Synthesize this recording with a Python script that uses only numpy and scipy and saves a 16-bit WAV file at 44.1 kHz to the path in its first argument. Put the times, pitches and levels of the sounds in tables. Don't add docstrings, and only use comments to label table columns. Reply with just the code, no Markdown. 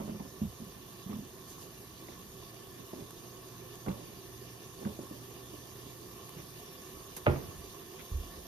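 import sys
import numpy as np
from scipy import signal
from scipy.fft import rfft, irfft, next_fast_len
from scipy.io import wavfile
from scipy.ndimage import uniform_filter1d

SR = 44100
rng = np.random.default_rng(int(sys.argv[2]) if len(sys.argv) > 2 else 0)


def wav_out(sig):
    wavfile.write(sys.argv[1], SR, np.round(np.clip(np.atleast_2d(sig).T, -1, 1) * 32767).astype(np.int16))


N = 373517
TIME = np.arange(N) / SR

# f/Hz, level/dB
TAP_COLOUR = [(100, -8), (220, -1), (320, 3), (440, -14), (575, 3), (700, -16), (900, -8), (1500, -24),
              (4000, -49)]


def amp(db):
    return 10 ** (np.asarray(db) / 20)


def unit(x):
    return x / np.sqrt(np.mean(x ** 2) + 1e-20)


def read(points, hz):
    f, value = np.transpose(points)
    return np.interp(np.log(hz + 1), np.log(f + 1), value)


def add(mix, s, sound):
    start = max(round(s * SR), 0)
    part = mix[:, start:][:, :sound.shape[-1]]
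    part += sound[..., :part.shape[1]]


def drift(low_hz, high_hz):
    t = TIME[::128]
    rates = np.geomspace(low_hz, high_hz, 24)
    waves = sum(np.sin(2 * np.pi * (f * t + rng.random())) / np.sqrt(f) for f in rates)
    return np.interp(TIME, t, unit(waves))


def swell(middle, half):
    return np.exp(-((TIME - middle) / half) ** 2)


def ports(pair, gain, spread=1):
    # f/Hz, likeness/0-1
    likeness = [(50, .97), (400, .88), (600, .5), (1100, .55), (1500, .25), (1780, .65), (2100, .25),
                (2350, .7), (2600, .12), (3000, .35), (3500, .3), (5200, .15), (6700, .35), (7200, .82),
                (7700, .98), (8200, .98), (9900, .55), (10600, .99), (12200, .99), (13300, .55), (14800, 1)]
    # f/Hz, lead/rad
    lead = [(50, 0), (400, -.35), (1800, 0), (2350, -3), (2950, -2), (3500, 0), (5400, .3), (6400, 2.7),
            (8200, 3.2), (9700, 4.5), (10600, 6.2), (12300, 6.3), (13200, 7.2), (14700, 9.4)]
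    # f/Hz, level/dB
    balance = [(50, -2.5), (150, -4.5), (330, -3), (480, -7), (750, -2), (1100, -4.5), (1600, 0),
               (2400, -1.5), (3500, -2), (6200, -4), (7800, -2), (15000, 0.5)]
    size = next_fast_len(pair.shape[1])
    hz = np.fft.rfftfreq(size, 1 / SR)
    a, b = rfft(pair, size)
    same = np.clip(read(likeness, hz), 0, 1) ** spread
    side = amp(read(balance, hz) / 2)
    right = (same * a + np.sqrt(1 - same ** 2) * b) * np.exp(-1j * read(lead, hz))
    blend = np.array([a * side, right / side])
    return irfft(blend * gain(hz), size)[:, :pair.shape[1]]


def hiss(colour, size, spread=1):
    white = rng.standard_normal((2, size))
    return unit(ports(white, lambda hz: amp(read(colour, hz)), spread))


def burst(colour, t60, rise):
    t = np.arange(SR // 3) / SR
    return hiss(colour, size=len(t)) * amp(-60 * t / t60) * (1 - np.exp(-t / rise))


def ring(modes, rise):
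    t = np.arange(SR) / SR
    tone = sum(amp(db - 60 * t / t60) * np.sin(2 * np.pi * hz * t) for hz, db, t60 in modes)
    return tone * (1 - np.exp(-t / rise)) * amp([[-1.6], [1.4]])


def reverberation(colour):
    # f/Hz, t60/s
    room = [(60, 0.96), (150, 0.77), (400, 0.5), (1000, 0.52), (3000, 0.53), (8000, .2)]
    diffuse = hiss(colour, size=SR, spread=4.7)
    hz, t, z = signal.stft(diffuse, SR, nperseg=512)
    decay = amp(-60 * t / read(room, hz)[:, None])
    tail = signal.istft(z * decay, SR, nperseg=512)[1][:, :SR]
    return tail * (1 - np.exp(-TIME[:SR] / 0.0012))


def from_side(pair, lag_s):
    return np.array([np.interp(TIME - lag_s, TIME, pair[0]), pair[1]])


def bubbles(per_s, spread_db):
    size = amp(spread_db * np.minimum(rng.exponential(1, (2, N)), 5))
    sign = rng.choice([-1, 1], (2, N))
    bursts_now = rng.random((2, N)) < per_s / SR
    return unit(size * sign * bursts_now)


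def flicker(x, depth_db):
    z = signal.stft(x, SR, nperseg=512)[2]
    patches = rng.standard_normal(z.shape[1:])
    patches = uniform_filter1d(patches, size=7, axis=0)
    patches = uniform_filter1d(patches, size=9, axis=1)
    return signal.istft(z * amp(depth_db * unit(patches)), SR, nperseg=512)[1][:, :N]


def frying():
    # f/Hz, level/dB
    sizzle = [(300, -115), (1000, -99.5), (2000, -99.5), (2600, -99), (3200, -96), (5000, -97.5),
              (6400, -92.5), (7800, -99), (8900, -93), (10300, -99), (12200, -95.5), (13300, -94),
              (14600, -95.5), (15700, -106)]
    # f/Hz, width/Hz, level/dB
    pan = [(377.8, 43, -75), (503, 18.4, -81), (684, 56, -85), (915, 27, -94), (1060, 38, -85.5),
           (1113, 44, -82.3), (1769, 42, -89), (2370, 56, -90), (2796, 99, -91.5), (2958, 62, -90),
           (3130, 50, -96.5), (3553, 123, -91.5), (3983, 64, -94.5), (4235, 64, -96.5), (4717, 127, -92),
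           (5365, 65, -95), (5500, 50, -95), (5930, 55, -91.5), (6500, 53, -100)]
    heat_start_db, heat_db_per_s = -1, 0.2932

    def cavity(hz):
        return sum(amp(db) / (1 + 1j * (hz - f) / width) ** 2 for f, width, db in pan)

    fizz = 0.75 * rng.standard_normal((2, N)) + 0.6 * bubbles(per_s=2500, spread_db=3.0)
    direct = ports(fizz * amp(0.16 * drift(4.2, 27)), lambda hz: amp(read(sizzle, hz)))
    pops = bubbles(per_s=3000, spread_db=3) * amp(0.31 * drift(0.92, 16))
    hollow = ports(pops, cavity, spread=0.95)
    heat = amp(heat_start_db + heat_db_per_s * TIME)
    return flicker(direct + hollow, depth_db=1.67) * heat * np.sqrt(SR / 2)


def kitchen():
    # f/Hz, level/dB per Hz before the wander
    room_noise = [(18, -108), (30, -84), (45, -82.5), (100, -79.5), (180, -78.5), (240, -82.5), (330, -84),
                  (560, -95), (900, -93.5), (1400, -100), (3000, -112), (8000, -125)]
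    # on t/s, off t/s, hum level/dB
    burners = [(-3, 6.65, -62), (3, 6, -62.5)]
    switch_s = .15
    air = ports(rng.standard_normal((2, N)), lambda hz: amp(read(room_noise, hz))) * np.sqrt(SR / 2)
    power = 0
    for on, off, db in burners:
        inside_s = np.minimum(TIME - on, off - TIME)
        power = power + amp(db) * np.clip(inside_s / switch_s + .5, 0, 1)
    hum = np.sqrt(2) * np.sin(2 * np.pi * 120 * TIME) * power * amp(1.4 * drift(0.52, 7.2))
    return air * amp(0.4 * drift(0.91, 6.2)) + hum * amp([[-3], [1]])


def bump(hz, hardness):
    # multiple of the bump's pitch, level/dB, t60/s
    body = [(0.8, -10.5, 0.096), (1, 2.5, 0.064), (1.5, -13.5, 0.056)]
    # f/Hz, level/dB
    push = [(25, -22), (45, 0), (75, 5.5), (105, 7), (150, -7), (300, -38)]
    contact_s = 0.0053
    scuff_db = np.interp(hardness, (0, 1), (-25, 7))
    push_db = np.interp(hardness, (0, 1), (-16, -23.5))
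    out = amp(3.5) * ring([(hz * k, db, t60) for k, db, t60 in body], rise=contact_s)
    add(out, 0, amp(push_db) * burst(push, t60=0.31, rise=0.0053))
    add(out, 0, amp(scuff_db) * burst(TAP_COLOUR, t60=0.099, rise=contact_s))
    add(out, 0, amp(scuff_db - 15.5) * reverberation(TAP_COLOUR))
    return out


def handling():
    # t/s, strength/dB, pitch f/Hz, hardness/0-1
    bump_list = [(.001, -33, 203, 0.76), (.014, -36, 190, 0.73), (0.038, -34.5, 195, 0.46),
                 (0.053, -38, 207, 0.5), (0.078, -38, 220, 0.7), (0.092, -32, 223, 0.5),
                 (.118, -32.5, 198, .25), (.146, -32.5, 203, 0.33), (.157, -39, 217, 0.3),
                 (.202, -32.5, 199, 0.57), (.246, -42.5, 260, 0.64), (.416, -20.5, 206.5, 0),
                 (0.4345, -32, 216, 0.15), (.448, -29, 193, 0), (0.601, -38, 226, .1),
                 (.618, -35.5, 218, 0), (.665, -39.5, 172, 0.3), (.763, -42, 172, 0.62),
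                 (1.061, -33, 186, .1), (1.093, -29.5, 209, 0.16), (1.107, -37, 200, .3),
                 (1.136, -30.5, 211, 0.2), (1.152, -37, 227, 0.4), (1.1612, -34.5, 235, 0.1),
                 (1.187, -32, 203, 0.3), (1.218, -41, 262, 0.1), (3.006, -40.5, 170, 0.4),
                 (3.025, -38, 150, .2), (3.870, -35, 214, 0.7), (3.876, -30, 218, 0.71),
                 (3.889, -28.5, 176, 0.4), (3.905, -27, 190, 0.43), (3.930, -42, 200, 0.5),
                 (4.854, -26.5, 198, 0.4), (4.863, -26.5, 202.5, 0.5), (4.889, -33.5, 213, 0.45),
                 (5.531, -40.5, 302, 0.6), (6.363, -36.5, 157, 0.1), (6.392, -38.5, 147, 0.4)]
    # t/s, level/dB, centre f/Hz, t60/s
    scrapes = [(.001, -43, 940, 0.059), (.008, -41.5, 560, .09), (.078, -43, 570, .08),
               (.088, -41, 570, .08), (.096, -48, 1500, .04), (.157, -47, 1300, .04),
               (.198, -42, 800, .064), (.419, -49, 900, .08), (1.095, -49, 950, .07),
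               (1.129, -44, 1100, .05), (2.084, -45, 2100, .02), (2.086, -44, 780, 0.072),
               (2.932, -41.5, 720, .045), (3.863, -40, 1550, .03), (3.863, -37.5, 750, 0.044),
               (3.873, -35, 570, .08), (3.884, -32, 300, .12), (3.883, -41, 2300, 0.041),
               (3.885, -42, 950, .04), (3.891, -47, 3900, 0.037), (3.900, -47, 1450, .064),
               (3.915, -47.5, 3500, .05), (4.850, -39, 1600, .02), (4.856, -45, 1100, .04),
               (4.869, -48, 1700, .05), (4.870, -41, 540, .08), (4.990, -39.5, 640, .028)]
    # multiple of its centre frequency, level/dB
    scrape_shape = [(.25, -2.5), (.7, -8), (.9, -2.5), (1, 0), (1.12, -4.5), (1.4, -16), (2.6, -22),
                    (6, -50)]
    out = np.zeros((2, N))
    for s, db, hz, hardness in bump_list:
        add(out, s, amp(db) * bump(hz, hardness))
    for s, db, hz, t60 in scrapes:
        colour = [(hz * k, level) for k, level in scrape_shape]
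        add(out, s, amp(db) * burst(colour, t60, rise=0.00028))
    return out


def rustles():
    # middle t/s, half length/s, level/dB, papery part relative to the dull/dB
    rustle_list = [(0.065, 0.11, -53.5, -17), (1.126, 0.032, -48.5, -11), (2.034, 0.021, -54, -13),
                   (2.13, 0.031, -54, -9), (2.796, 0.035, -50.5, -25), (3.0, 0.06, -49.5, -21),
                   (4.015, 0.18, -52.5, -16), (4.829, 0.041, -45.5, -22), (6.392, 0.03, -53, -3.5),
                   (8.004, 0.023, -53, .5)]
    # f/Hz, level/dB
    dull_colour = [(80, -12), (150, 1.5), (380, 5.5), (600, -9), (900, -8.5), (1500, -24), (4000, -60)]
    # f/Hz, level/dB
    papery_colour = [(500, -24), (1200, 1), (2400, 1), (3600, -3), (6000, -28)]
    dull = hiss(dull_colour, size=N)
    papery = hiss(papery_colour, size=N)
    return sum(amp(db) * swell(s, half) * (dull + amp(papery_db) * papery)
               for s, half, db, papery_db in rustle_list)


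def spits():
    # t/s, level/dB, t60/s
    spit_list = [(.448, -41, .007), (3.107, -34, 0.013), (3.7553, -30, 0.0057), (5.0638, -46, .01),
                 (5.529, -43, .007), (5.7703, -38, .01), (6.2925, -32, .012), (7.165, -32, 0.092)]
    # f/Hz, level/dB
    spit_colour = [(400, -6), (1200, -1), (4500, -9.5), (8000, 0), (13000, -6), (16000, 2.5)]
    out = np.zeros((2, N))
    for s, db, t60 in spit_list:
        add(out, s, amp(db) * burst(spit_colour, t60, rise=0.00062))
    return out


def steam():
    # middle t/s, half length/s, level/dB
    puffs = [(1.51, 0.037, -51.5), (1.622, 0.043, -52)]
    flow = sum(amp(db) * swell(s, half) for s, half, db in puffs)
    return hiss([(1500, -5), (4000, 5), (7000, 12), (10000, 7), (15000, 3.0)], size=N) * flow


def taps():
    # t/s, ring level/dB, multiple of the case's modes, softness/s
    tap_list = [(2.086, -42, 1, .002), (2.932, -31.5, 1.1, .002), (3.862, -40, 1.3, 0.0017),
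                (4.990, -29.5, 1.0, .0014), (5.111, -30.5, .88, 0.0025), (5.866, -38, .62, .002)]
    # f/Hz, level/dB, t60/s
    case = [(238, -8, 0.082), (336, 4.5, 0.032), (414, -1, 0.023), (552, -4.5, 0.036), (750, -20, 0.02)]
    out = np.zeros((2, N))
    for s, ring_db, pitch, soft_s in tap_list:
        modes = [(hz * pitch, db, t60) for hz, db, t60 in case]
        add(out, s, amp(ring_db) * ring(modes, rise=soft_s))
        add(out, s, amp(ring_db - 22) * reverberation(TAP_COLOUR))
        add(out, s + 0.028, amp(ring_db - 12) * bump(hz=265, hardness=0.27))
    return out


def footfall():
    # t/s, level/dB
    steps = [(2.09, -49), (2.287, -52), (6.931, -47), (7.555, -41.5), (8.116, -23.5), (8.146, -30.5),
             (8.349, -42.5)]
    # f/Hz, level/dB, t60/s
    floor = [(42, -8, 0.48), (52.3, -1, 0.37), (76.6, 1, 0.29), (98.5, -10, 0.22), (116, -17, .17)]
    out = np.zeros((2, N))
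    for s, db in steps:
        add(out, s, amp(db) * ring(floor, rise=0.012))
    return out


def bending_wave():
    start_hz, end_hz, fall_s = 3080, 590, 0.000846
    level_db, rise_s, t60_s = -12.5, 0.00044, 0.023
    t = np.arange(SR // 8) / SR
    hz = end_hz + (start_hz - end_hz) * np.exp(-(t / fall_s) ** 2)
    level = amp(level_db - 60 * t / t60_s) * (1 - np.exp(-(t / rise_s) ** 2))
    return level * np.sin(2 * np.pi * np.cumsum(hz) / SR) * amp([[-1], [1]])


def knock(s, room_db):
    # t/s, level/dB
    contacts = [(7.262, -29), (7.2658, -29), (7.272, -27), (7.2777, -30), (7.296, -41), (7.319, -45),
                (7.332, -40), (7.360, -37.5)]
    # f/Hz, level/dB
    crack_colour = [(200, -4), (420, 7), (600, 7), (760, 2), (1150, 4), (1400, 0), (1600, -6), (1950, -2),
                    (2700, -3.5), (3300, -15), (4500, -26), (8000, -55)]
    # f/Hz, level/dB, t60/s, delay of the build-up/s
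    wood = [(42, -36, .4, 0.016), (78.7, -32.5, 0.38, 0.016), (85, -18.5, 0.12, 0.0184),
            (135.4, -26, 0.44, 0.0119), (163, -37, 0.27, 0.018), (222, -24, 0.087, .0135),
            (335, -36, 0.088, .012), (354.5, -29.5, 0.345, 0.01187), (424, -17.5, 0.053, 0.00285),
            (483, -31.5, 0.33, 0.00065), (600, -28.5, 0.2, 0.0036), (831, -28, 0.11, 0.00256),
            (920, -34, .04, 0.0018), (1187, -42, 0.1, 0.00205), (1240, -41, 0.22, 0.00733),
            (1400, -33, 0.2, 0.00126), (1923, -36, 0.11, 0.0011), (2350, -40, .1, 0.00206),
            (2500, -46, 0.13, 0.0042)]
    # f/Hz, level/dB
    knock_colour = [(30, -15), (80, 4.5), (200, 1), (380, 2.5), (520, -3), (640, -1), (800, -5.5),
                    (1400, -14), (2000, -16), (3200, -25), (4500, -36), (8000, -60)]
    out = np.zeros((2, N))
    add(out, s, bending_wave())
    for at, db in contacts:
        add(out, at, amp(db) * burst(crack_colour, t60=0.039, rise=0.00034))
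    for hz, db, t60, delay in wood:
        add(out, s + delay, ring([(hz, db, t60)], rise=0.34 / hz))
    add(out, s, amp(room_db) * reverberation(knock_colour))
    return from_side(out, lag_s=.00023)


def scene():
    stove = frying() + kitchen() + spits() + steam()
    camera = from_side(handling() + rustles() + taps(), lag_s=.00032)
    return stove + camera + footfall() + knock(7.2662, room_db=-28.5)


def record(dry):
    rumble_filter = signal.butter(3, 34, "highpass", fs=SR, output="sos")
    thinned = signal.sosfilt(rumble_filter, dry)
    band_limit = signal.firwin(511, 15650, window=("kaiser", 9), fs=SR)
    return signal.oaconvolve(thinned, band_limit[None], "same")


dry = scene()
out = record(dry)
wav_out(out)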